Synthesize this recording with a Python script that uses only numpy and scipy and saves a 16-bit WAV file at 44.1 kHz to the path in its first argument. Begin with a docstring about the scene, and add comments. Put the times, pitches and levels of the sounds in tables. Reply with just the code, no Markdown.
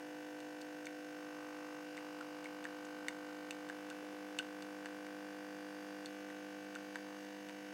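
"""Capsule coffee machine in a kitchen

Close to the microphone, the vibrating pump strokes once per mains cycle: the casing hums and buzzes,
a drone grows with the pressure, and the piston rattles or, in bouts, knocks. Coffee dribbles into a
china cup: drops snap on the surface and trap small bubbles that ring briefly. The hose gurgles, and
quiet room tone lies behind it all."""
import sys
import numpy as np
from scipy import signal
from scipy.fft import rfft, irfft
from scipy.io import wavfile

SR = 44100
rng = np.random.default_rng(int(sys.argv[2]) if len(sys.argv) > 2 else 0)


def waveform_to_disk(signal):
    """Save audio, clipped to [-1, 1], as 16-bit WAV at the path in sys.argv[1]."""
    frames = np.transpose(np.atleast_2d(signal))
    scaled = np.clip(frames, -1, 1) * 32767
    samples = np.round(scaled).astype(np.int16)
    wavfile.write(sys.argv[1], SR, samples)


N = 340893
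PUMP_HZ, TOP_HZ = 50.004, 15800

# the pump's spectral lines (multiple of the stroke rate, relative level [dB])
PUMP_LINES = [(1, -52), (2, -33.5), (3, -22.5), (4, -11.5), (5, -16.5), (6, 2), (7, -15), (8, -25.5),
              (9, -16), (10, -1.5), (11, -15.5), (12, -12.5), (13, -47), (14, -9), (15, -12.5), (16, -16.5),
              (17, -16), (18, -22), (19, -16.5), (20, -19), (21, -20), (22, -18), (23, -22), (24, -17),
              (25, -35), (26, -23), (27, -43), (28, -10.5), (29, -16.5), (30, -5.5), (31, -3.5), (32, -14)]


def pump():
    """The machine up close: every part follows the stroke while the pressure builds evenly."""
    t = np.arange(N) / SR
    phase = PUMP_HZ * t - .465  # in strokes
    pressure = np.linspace(.12, 1, N)  # share of its final value
    return (body_hum(t, phase, pressure) + side_panel(t, phase) + piston(t, phase)
            + casing_buzz(phase, pressure) + water_rush(phase))


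def body_hum(t, phase, pressure):
    """The heavy body hums evenly through the cycle; its fourth line drones in step with the pressure."""
    ease_from_s, ease_db_per_s = 5.95, .9
    hum_gain = undb(-50.5 - ease_db_per_s * np.maximum(t - ease_from_s, 0))
    hum = tones(phase, [1, 2, 3, *range(5, 17)], odd_turn=.25) * waver(db=.14, rate_hz=12)
    drone = undb(-46) * pressure * tones(phase, [4])
    return hum_gain * hum + drone


def side_panel(t, phase):
    """A side panel swells once with each push, its lines all in step."""
    # how strongly the panel rings (time [s], relative level [dB])
    levels = [(0.0, -60), (0.62, -60), (1.37, -57.5), (2.34, -59.5), (3.02, -56), (3.39, -57.5),
              (4.03, -60.5), (4.89, -58), (5.96, -59), (6.67, -59), (7.25, -62), (7.51, -63.5),
              (7.7, -58.5)]
    gain = undb(np.interp(t, *np.transpose(levels)) - 1.1)
    return gain * unit(tones(phase, range(27, 33)))


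def piston(t, phase):
    """The piston rattles loosely; in bouts it knocks once per stroke, just before mid-push."""
    rattle_gain, rattle_yields = undb(-63.5), .64  # this share gives way to a firm knock
    knock_lead = .0916  # share of a cycle before mid-push
    spectrum = [(order * PUMP_HZ, db) for order, db in PUMP_LINES]
    contacts = shifting_rattle(phase, rest_db=-11, shift=.4)
    loose = unit(band(colour(contacts, spectrum), 825, 1325))
    knock = unit(tones(phase + knock_lead, range(17, 27)))
    strength = knock_strength(t)
    firmness = np.minimum(strength / rattle_gain, 1)
    return rattle_gain * (1 - rattle_yields * firmness) * loose + strength * knock


def knock_strength(t):
    """Each bout of knocking sets in, sags slowly and stops abruptly."""
    # bouts in which the piston knocks (start [s], end [s], attack [s], level [dB])
    bouts = [(.8, 1.86, 0.6, -57), (1.88, 6.1, .1, -58.2), (6.98, 7.22, 0.099, -59)]
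    release_s, sag_db_per_s = .045, .74
    strength = np.zeros(N)
    for start, end, attack, db in bouts:
        gate = np.clip(np.minimum((t - start) / attack, (end - t) / release_s), 0, 1)
        strength += gate * undb(db - sag_db_per_s * (t - start))
    return strength


def casing_buzz(phase, pressure):
    """The plastic casing buzzes, a little louder under pressure; its treble pulses less than its mids."""
    # spectrum of the buzz (frequency [Hz], relative level [dB])
    spectrum = [(1600, -7), (1850, -1), (2000, 4), (2070, -6), (2300, 1.5), (2540, -6.5), (2850, -5),
                (3100, -7), (3700, -11.5), (4150, -13.5), (4350, -14), (5600, -9.5), (5950, -22.5),
                (6350, -7), (7000, -31), (9300, -22.5), (15500, -47)]
    # sharp resonances of the casing (frequency [Hz], width [Hz], boost [dB])
    resonances = [(1700, 27, 9.5), (1800, 15, 7), (2650, 10, 8.5), (2800, 25, 8.5), (2950, 110, 5),
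                  (3550, 12, 0.5), (4760, 39, 13), (10600, 220, 10), (11200, 170, 7)]
    clatter = band(shifting_rattle(phase, rest_db=0, shift=.5), 1625, 3325)
    fizz = band(shifting_rattle(phase, rest_db=7, shift=.7), 3325, TOP_HZ)
    gain = undb(-59 + 1.75 * (pressure - 1))
    return gain * unit(boost(colour(clatter + fizz, spectrum), resonances))


def water_rush(phase):
    """Water rushes through the valve, harder with each push."""
    # flow noise (frequency [Hz], density [dB per Hz])
    spectrum = [(100, -125), (450, -99), (900, -99), (1250, -104), (1500, -97), (1750, -101), (2000, -99.5),
                (2450, -105), (2750, -101), (3250, -110), (4300, -107.5), (5700, -110), (6400, -107),
                (10000, -120)]
    return hiss(spectrum) * unit(stroke(phase, rest_db=5))


def tones(phase, orders, odd_turn=0):
    """Clean pump lines; the odd ones may lead the even ones by a share of a turn."""
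    return sum(undb(PUMP_LINES[k - 1][1]) * np.sin(2 * np.pi * (k * phase + odd_turn * (k % 2)))
               for k in orders)


def stroke(phase, rest_db):
    """Force over one pump cycle: stronger while the piston drives, weaker while it returns."""
    from_mid_push = (phase + .5) % 1 - .5
    return undb(rest_db) + np.exp(-(from_mid_push / .24) ** 6)


def rattle(phase, rest_db, size=4096):
    """One random burst of contacts, repeated on every stroke, with all its harmonics equally strong."""
    grid = np.arange(size) / size
    cycle = rng.standard_normal(size)
    below_top = np.arange(size // 2 + 1) * PUMP_HZ < TOP_HZ
    for _ in range(2):  # shape by the stroke, then flatten the spectrum
        angles = np.angle(rfft(cycle * stroke(grid, rest_db)))
        cycle = irfft(below_top * np.exp(1j * angles))
    return unit(np.interp(phase, grid, cycle, period=1))


def shifting_rattle(phase, rest_db, shift):
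    """The rattle changes gradually, and quickly whenever the piston slips into a new seat."""
    # slips of the piston (start [s], end [s])
    slips = [(1.78, 1.92), (3.56, 3.76), (6.02, 6.14), (7.0, 7.2)]
    t = np.arange(N) / SR
    seats_s = [0, *np.ravel(slips), t[-1]]
    out = rattle(phase, rest_db)
    for weight in np.eye(len(seats_s)):  # crossfade from seat to seat
        out += shift * np.interp(t, seats_s, weight) * rattle(phase, rest_db)
    return out


def drips():
    """Each drop snaps on the surface and rings the cup; its bubble pinches off and sings a rising note."""
    # drops landing (time [s], relative snap level [dB], bubble delay [s], bubble pitch [Hz],
    # bubble t60 [s], relative bubble level [dB])
    drops = [(0.4038, -39, 0, 4200, .005, -60), (0.615, -36.5, 0.0035, 4800, .003, -44),
             (0.8564, -36, 0, 6420, 0.0048, -48), (0.8684, -36, 0.0011, 2200, 0.0093, -36),
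             (1.0464, -46, 0, 4150, .005, -65), (1.971, -37.5, .007, 2060, .01, -37),
             (2.2106, -54, 0, 1390, 0.021, -36.5), (2.4433, -37, .014, 2180, .015, -38),
             (2.642, -35, 0.011, 1730, 0.011, -31.5), (2.8495, -41.5, 0.0036, 6750, 0.0026, -45.5),
             (3.084, -26, 0, 2090, 0.011, -26.5), (3.2951, -50, 0.0012, 1380, .018, -47),
             (3.5086, -27.5, 0, 2700, 0.015, -39), (3.6899, -40, 0.0089, 1650, .01, -32.5),
             (3.9016, -33, 0.0098, 1510, .03, -42.5), (4.388, -21.5, 0.0018, 2920, 0.0095, -27.5),
             (4.395, -42.5, 0.0016, 1506, 0.039, -37.5), (4.6231, -35.5, 0.0017, 4640, 0.0074, -47.5),
             (4.858, -36, 0.00063, 1720, .007, -33.5), (5.066, -52, 0.0011, 2070, .006, -40),
             (6.0588, -31, 0.00086, 4400, .005, -41), (6.302, -58, 0, 1850, 0.0055, -40.5),
             (6.753, -33.5, 0.0062, 1450, 0.017, -36), (6.9563, -50, 0.0011, 1690, 0.0053, -27.5),
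             (7.2494, -50, 0, 3680, .005, -55), (7.4877, -39, 0.0078, 2145, 0.0025, -34.5)]
    # what a snap rings with inside the cup (frequency [Hz], t60 [s], relative level [dB])
    cup_modes = [(2100, 0.0018, 1.5), (2820, 0.016, 7), (3610, 0.013, 2.5), (4390, 0.003, 5.5),
                 (6200, 0.0028, 8), (7720, 0.0019, 8.5), (8600, .0035, -12), (11000, 0.00054, -38)]
    # how the cup passes the drips on (frequency [Hz], gain [dB])
    cup_colour = [(950, 0), (1170, -7), (1400, 0), (3200, 0), (4400, 3), (5400, -2), (6300, 1), (8500, 1),
                  (9800, -6), (15500, -5)]
    cup = sum(undb(db) * ring(hz, t60) for hz, t60, db in cup_modes)
    cup /= np.linalg.norm(cup)
    cup_air = undb(-27) * ring(hz=970, t60=.084)
    out = np.zeros(N)
    for s, snap_db, delay_s, hz, t60, bubble_db in drops:
        snap = highpass(cup, .63 * hz, order=2)  # a smaller drop snaps brighter
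        pinch_off = undb(-3) * snap
        bubble = ring(hz, t60, glide=.025) + cup_air + pinch_off
        add(out, s, undb(snap_db + 7.5) * snap)
        add(out, s + delay_s, undb(bubble_db + 3) * bubble)
    return colour(highpass(out, 780, order=4), cup_colour)  # such small sources radiate almost no bass


def in_cup(x):
    """The direct sound reaches the microphone with its first echoes just behind."""
    # echoes off the cup wall and the spout (delay [s], gain [ratio])
    echoes = [(.0012, 0.087), (.0041, .1)]
    out = x.copy()
    for delay_s, gain in echoes:
        add(out, delay_s, gain * x)
    return out


def hose():
    """Air pockets gulp through the narrow hose."""
    # low gurgles (time [s], pitch [Hz], t60 [s], level [dB])
    gurgles = [(4.025, 430, 0.044, -44), (4.041, 567, .03, -45), (4.13, 368, .08, -49),
               (4.211, 415, .08, -58.5), (4.31, 380, .07, -53.5)]
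    out = np.zeros(N)
    for s, hz, t60, db in gurgles:
        add(out, s, undb(db) * ring(hz, t60, glide=.065))
    return highpass(out, 250, order=2)


def reflections(x, t60, db, gap_s):
    """Dense echoes off the surroundings start after a short gap and die away."""
    t = np.arange(SR // 2) / SR
    tail = rng.standard_normal(len(t)) * np.exp(-np.log(1000) * t / t60) * (t > gap_s)
    return undb(db) * signal.fftconvolve(x, tail / np.linalg.norm(tail))[:N]


def room_tone():
    """The kitchen's low rumble and a steady hiss."""
    # background noise (frequency [Hz], density [dB per Hz])
    spectrum = [(25, -111), (50, -116), (90, -105), (120, -101), (170, -93), (300, -93.5), (420, -99),
                (700, -103), (3000, -109), (8000, -111), (10500, -115), (15500, -114)]
    return hiss(spectrum)


def undb(db):
    """Decibels to amplitude."""
    return 10 ** (np.asarray(db) / 20)


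def unit(x):
    """Scale to rms 1."""
    return x / np.sqrt(np.mean(x ** 2))


def colour(x, points):
    """Filter by a spectrum of (frequency [Hz], gain [dB]) points."""
    hz, db = np.transpose(points)
    f = np.fft.rfftfreq(len(x), 1 / SR)
    return irfft(rfft(x) * undb(np.interp(np.log(f + 1), np.log(hz), db)), len(x))


def band(x, lo, hi):
    """The part of x between two frequencies, with soft edges."""
    f = np.fft.rfftfreq(len(x), 1 / SR)
    return irfft(rfft(x) * (np.tanh((f - lo) / 10) - np.tanh((f - hi) / 10)) / 2, len(x))


def highpass(x, hz, order):
    """Roll off below hz."""
    return signal.sosfilt(signal.butter(order, hz, "high", fs=SR, output="sos"), x)


def boost(x, modes):
    """Lift x at each resonance (frequency [Hz], width [Hz], boost [dB])."""
    f = np.fft.rfftfreq(len(x), 1 / SR)
    gain = 1 + sum((undb(db) - 1) / (1 + (2 * (f - hz) / width) ** 2) for hz, width, db in modes)
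    return irfft(rfft(x) * gain, len(x))


def ring(hz, t60, glide=0):
    """A struck resonance whose pitch can glide upward while it dies."""
    t = np.arange(SR // 10) / SR
    age = t / t60
    turns = hz * t * (1 + glide * np.minimum(age, 1) / 2)
    return np.exp(-np.log(1000) * age) * np.sin(2 * np.pi * turns)


def hiss(points):
    """Noise with a spectrum of (frequency [Hz], density [dB per Hz]) points."""
    return np.sqrt(SR / 2) * colour(rng.standard_normal(N), points)


def waver(db, rate_hz):
    """A gain that wanders slowly around 1."""
    return undb(db * unit(band(rng.standard_normal(N), -rate_hz, rate_hz)))


def add(out, s, sound):
    """Mix a sound in at time s."""
    i = int(s * SR)
    out[i:i + len(sound)] += sound[:N - i]


def scene():
    """One microphone near machine and cup; the drips echo off the worktop and, farther off, the room."""
    drops = in_cup(drips())
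    worktop = reflections(drops, t60=.032, db=-10, gap_s=.0022)
    kitchen = reflections(drops, t60=.21, db=-15, gap_s=.0044)
    return (pump() + drops + worktop + kitchen + hose() + room_tone())[None]


def record(dry):
    """The recorder cuts the top steeply."""
    return signal.sosfilt(signal.ellip(10, .1, 70, TOP_HZ, fs=SR, output="sos"), dry)


dry = scene()
out = record(dry)
waveform_to_disk(out)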